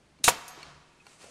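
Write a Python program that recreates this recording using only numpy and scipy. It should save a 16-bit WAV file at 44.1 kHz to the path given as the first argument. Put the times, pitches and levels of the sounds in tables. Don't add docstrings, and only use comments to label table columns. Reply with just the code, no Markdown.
import sys
import numpy as np
from scipy import signal
from scipy.fft import rfft, irfft
from scipy.io import wavfile
from scipy.ndimage import uniform_filter1d

SR = 44100
rng = np.random.default_rng(int(sys.argv[2]) if len(sys.argv) > 2 else 0)


def transcribe(signal):
    frames = np.atleast_2d(signal).T
    limited = np.clip(frames, -1, 1)
    pcm = np.round(limited * 32767).astype(np.int16)
    wavfile.write(sys.argv[1], SR, pcm)


def how_loud(loudness_db):
    steps = np.asarray(loudness_db, float) / 20
    return 10 ** steps


N = 57330

# f/Hz, density/dB
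ROOM_TONE = [(20, -4), (146, -1), (300, -3), (550, -7), (3000, -15), (9800, -24), (12500, -38),
             (16000, -58.5)]
ROOM_TONE_DB = -63.5
# t/s, level/dB
DRONE_SWELL = [(0, -59), (.45, -63.5), (.62, -57), (.69, -51.5), (.77, -54.5), (.9, -72), (1.3, -63)]
# f/Hz, width/Hz, level/dB
DRONE_LINES = [(66, 15, -11.5), (147.2, 3.3, -9)]
# f/Hz, T60/s
NEAR_T60 = [(100, 0.065), (400, .25), (1000, 0.1), (4000, 0.33), (12000, 0.079)]
# f/Hz, T60/s
HALL_T60 = [(100, 0.247), (400, 0.9), (1000, 1.65), (4000, 1.8), (12000, 0.65)]
NEAR_DB, HALL_DB, SEND_HZ = -21, -27.5, 267

# t/s, level/dB
HOSE_RUB = [(.3, -32.5), (.36, -45.5), (.45, -52.5), (.6, -51), (.68, -51.5), (.76, -59.5), (.9, -71),
            (1.04, -82.5)]
# f/Hz, density/dB
HOSE_COLOUR = [(60, -19.5), (150, -11.5), (600, -9.5), (1100, -5), (2500, -14.5), (5000, -15.5),
               (9000, -27), (13000, -47.5)]
# t/s, level/dB
STRIP_SHUFFLE = [(.8, -79), (1.04, -69), (1.075, -58.5), (1.14, -58), (1.18, -62.5), (1.22, -52),
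                 (1.26, -54), (1.3, -56)]
# f/Hz, density/dB
STRIP_COLOUR = [(59, -37.5), (100, 3.5), (328, 1), (1910, -2), (2580, 0.5), (3250, -4), (8830, -3),
                (14400, -27), (16000, -53)]
GRAINS_PER_S, GRAIN_SPREAD_DB, GRAIN_SHARE = 4000, 1.5, .6

# t/s, metal level/dB, wood level/dB, snap level/dB
NOSE_CLICKS = [
    (.1875, -57, -62, -64.5),
    (0.6292, -34, -52, -42),
    (1.0662, -43.5, -45, -49),
    (1.2141, -51, -86, -57),
    (1.2422, -64, -46, -47),
    (1.288, -77, -64, -66),
]
# f/Hz, level/dB
NOSE_MODES = [(2300, -1), (2750, -3), (4380, 0)]
# f/Hz, level/dB
STRIP_MODES = [(820, 0), (1000, -2), (1390, -2)]
NOSE_T60 = .022
SNAP_HZ, SNAP_T60 = (700, 10000), .016  # band, s
# t/s, level/dB, f/Hz, T60/s
WOOD_KNOCKS = [
    (0.198, -53, 260, 0.1),
    (0.208, -49, 230, .06),
    (0.575, -46.5, 347, .1),
    (1.2419, -37, 444, 0.019),
    (1.262, -47.5, 585, 0.083),
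    (1.285, -48, 499, 0.064),
]
# t/s, then modes as f/Hz, level/dB, T60/s
STRIP_CATCH = (1, [(2530, -47, .06), (2650, -53, .05)])

# f/Hz, level/dB, T60/s
SPRING = [(6455, -7, .3), (6480, -11, .2), (8900, -2, .014), (12460, -11, .3), (12500, -13, .28)]
RESET_S, SPRING_DB = .4797, -43.5
PUFF_DB, PUFF_T60, PUFF_HZ, TICK_DB = -41, 0.083, 5000, -36

# t/s, level/dB
VENT_PRESSURE = [
    (.2365, -38),
    (.2375, -53),
    (.2403, -24.5),
    (.2418, -14.5),
    (.25, -21),
    (.265, -25.5),
    (.278, -21.5),
    (.292, -16.5),
    (.32, -64),
]
# f/Hz, density/dB
VENT_COLOUR = [(59, -55), (100, -4.5), (634, -28.5), (2170, -0.5), (2860, -11.5), (3250, -23.5), (9210, 3),
               (14700, -12), (16000, -5)]
# f/Hz, width/Hz, level/dB
VENT_PIPES = [(2750, 190, -4.5), (3840, 360, 0), (6800, 1400, 5.5), (9000, 930, 2)]
FLUTTER_DB = 1.2
# f/Hz, level/dB, T60/s
VALVE_THUD = [(185, -31.5, 0.037), (290, -46.5, 0.13)]

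# t/s, box level/dB, best struck f/Hz, crack level/dB, crack T60/s
BLOWS = [
    (.2798, 3.5, 1330, -30, .02),
    (.2824, 1.5, 2500, -30, .02),
    (.2840, -3, 950, -3, .013),
    (.2955, -19, 1700, -22, .04),
]
# f/Hz, level/dB
BOX_MODES = [(300, 7), (520, -0.5), (765, -3.5), (942, -2.5), (1150, -2.5), (1300, -3), (1440, -4),
             (1690, -2.5), (2000, -6), (2300, -4), (2550, 2), (3050, -1), (4420, 2.5), (5300, 9.5)]
# low f/Hz, high f/Hz, level/dB, T60/s
PANELS = [(63, 990, -33.5, 0.21), (356, 1200, -18, 0.054), (1900, 18000, -29, 0.16)]
FOCUS_DB = -14
WOOD_CYCLES, WOOD_S = 16.8, 0.0048
PUSH_DB, PUSH_S = -14, .0008
CRACK_HZ = (5000, 16500)

MIC_HZ, CLIP = 12000, .335


def evened(x):
    return x / np.sqrt(np.mean(x ** 2) + 1e-20)


def hiss():
    return rng.standard_normal(N)


def read(points, hz):
    f, value = np.transpose(points)
    return np.interp(np.log(hz + 1), np.log(f + 1), value)


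def level(curve):
    s, db = np.transpose(curve)
    return how_loud(np.interp(np.arange(N) / SR, s, db, -150, -150))


def coloured(x, spectrum):
    gain = how_loud(read(spectrum, np.fft.rfftfreq(N, 1 / SR)))
    return evened(irfft(rfft(x) * gain, N))


def resonate(x, hz, width):
    turn = np.exp(2j * np.pi * hz * np.arange(len(x)) / SR)
    r = np.exp(-np.pi * width / SR)
    return 2 * (turn * signal.lfilter([1 - r], [1, -r], x / turn)).real


def since(s):
    t = np.arange(N) / SR - s
    return np.maximum(t, 0), t >= 0


def ring(s, modes, rise_s=0.00082):
    t, on = since(s)
    tones = sum(how_loud(db - 60 * t / t60) * np.cos(2 * np.pi * hz * t) for hz, db, t60 in modes)
    return on * (1 - np.exp(-t / rise_s)) * tones


def burst(s, t60, low_hz, high_hz=13000):
    t, on = since(s)
    band = signal.butter(2, [low_hz, high_hz], "band", fs=SR)
    rise = 1 - np.exp(-t / .0006)
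    return on * rise * how_loud(-60 * t / t60) * evened(signal.lfilter(*band, hiss()))


def shop():
    drone = 0
    for hz, width, db in DRONE_LINES:
        hum = resonate(resonate(hiss(), hz, width), hz, width)
        drone = drone + how_loud(db) * evened(hum)
    return how_loud(ROOM_TONE_DB) * coloured(hiss(), ROOM_TONE) + level(DRONE_SWELL) * drone


def room(x, decay, gap_s):
    taps = np.zeros(N)
    at = np.arange(0, N - 20, 20) + rng.integers(0, 20, (N - 1) // 20)
    taps[at] = rng.choice([-1., 1.], at.shape) * (at > gap_s * SR)
    hz, t, z = signal.stft(taps, SR, nperseg=256)
    fade = how_loud(-60 * t / read(decay, hz)[:, None])
    tail = signal.istft(z * fade, SR, nperseg=256)[1]
    return signal.fftconvolve(x, tail / np.linalg.norm(tail))[:N]


def rubbing(curve, colour):
    hits = rng.random(N) < GRAINS_PER_S / SR
    strength = how_loud(GRAIN_SPREAD_DB * np.minimum(rng.exponential(1, N), 4))
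    grains = hits * hiss() * strength
    return level(curve) * coloured(GRAIN_SHARE * evened(grains) + hiss(), colour)


def handling():
    out = np.zeros(N)
    for s, metal_db, wood_db, snap_db in NOSE_CLICKS:
        metal = [(hz, metal_db + db, NOSE_T60) for hz, db in NOSE_MODES]
        wood = [(hz, wood_db + db, NOSE_T60 * 1.5) for hz, db in STRIP_MODES]
        out = out + ring(s, metal + wood, rise_s=0.00085)
        out = out + how_loud(snap_db) * burst(s, SNAP_T60, *SNAP_HZ)
    for s, db, hz, t60 in WOOD_KNOCKS:
        out = out + ring(s, [(hz, db, t60), (hz * 1.17, db - 3.5, t60)], rise_s=0.0013)
    return out + ring(*STRIP_CATCH, rise_s=0.0035)


def trigger():
    puff = how_loud(PUFF_DB) * burst(RESET_S, PUFF_T60, PUFF_HZ)
    tick = how_loud(TICK_DB) * burst(RESET_S, 0.0086, 6300)
    return how_loud(SPRING_DB) * ring(RESET_S, SPRING) + puff + tick


def vent():
    air = coloured(hiss(), VENT_COLOUR)
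    pipes = sum(how_loud(db) * evened(resonate(hiss(), hz, width)) for hz, width, db in VENT_PIPES)
    flutter = evened(uniform_filter1d(hiss(), size=60))
    return level(VENT_PRESSURE) * evened(air + pipes) * how_loud(FLUTTER_DB * flutter)


def valve():
    opens_s = VENT_PRESSURE[2][0]
    return ring(opens_s, VALVE_THUD, rise_s=.002)


def driver():
    hit_s = BLOWS[0][0]
    t = np.arange(N) / SR - hit_s
    speed = np.where(t < 0, 1, 4.0)
    out = how_loud(PUSH_DB) * np.exp(-abs(t) / PUSH_S * speed)
    for low, high, db, t60 in PANELS:
        out = out + how_loud(db) * burst(hit_s, t60, low, high)
    for s, box_db, best_hz, crack_db, crack_t60 in BLOWS:
        struck = []
        for hz, db in BOX_MODES:
            focus = FOCUS_DB * np.log2(hz / best_hz) ** 2
            struck.append((hz, db + focus, WOOD_CYCLES / hz + WOOD_S))
        out = out + how_loud(box_db) * ring(s, struck)
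        out = out + how_loud(crack_db) * burst(s - .0005, crack_t60, *CRACK_HZ)
    return out


def scene():
    near = handling() + trigger() + vent() + valve() + driver()
    send = signal.lfilter(*signal.butter(2, SEND_HZ, "high", fs=SR), near)
    wet = how_loud(NEAR_DB) * room(send, NEAR_T60, .004) + how_loud(HALL_DB) * room(send, HALL_T60, 0.0067)
    friction = rubbing(HOSE_RUB, HOSE_COLOUR) + rubbing(STRIP_SHUFFLE, STRIP_COLOUR)
    return (shop() + wet + friction + near)[None]


def top_cut(x):
    return signal.sosfilt(signal.butter(12, 16250, fs=SR, output="sos"), x)


def record(dry):
    dull = signal.lfilter(*signal.butter(2, MIC_HZ, fs=SR), dry)
    clipped = dull / (1 + abs(dull / CLIP) ** 4.0) ** (1 / 4.0)
    mix = signal.lfilter(*signal.butter(4, 15000, fs=SR), clipped)
    return top_cut(mix)


dry = scene()
out = record(dry)
transcribe(out)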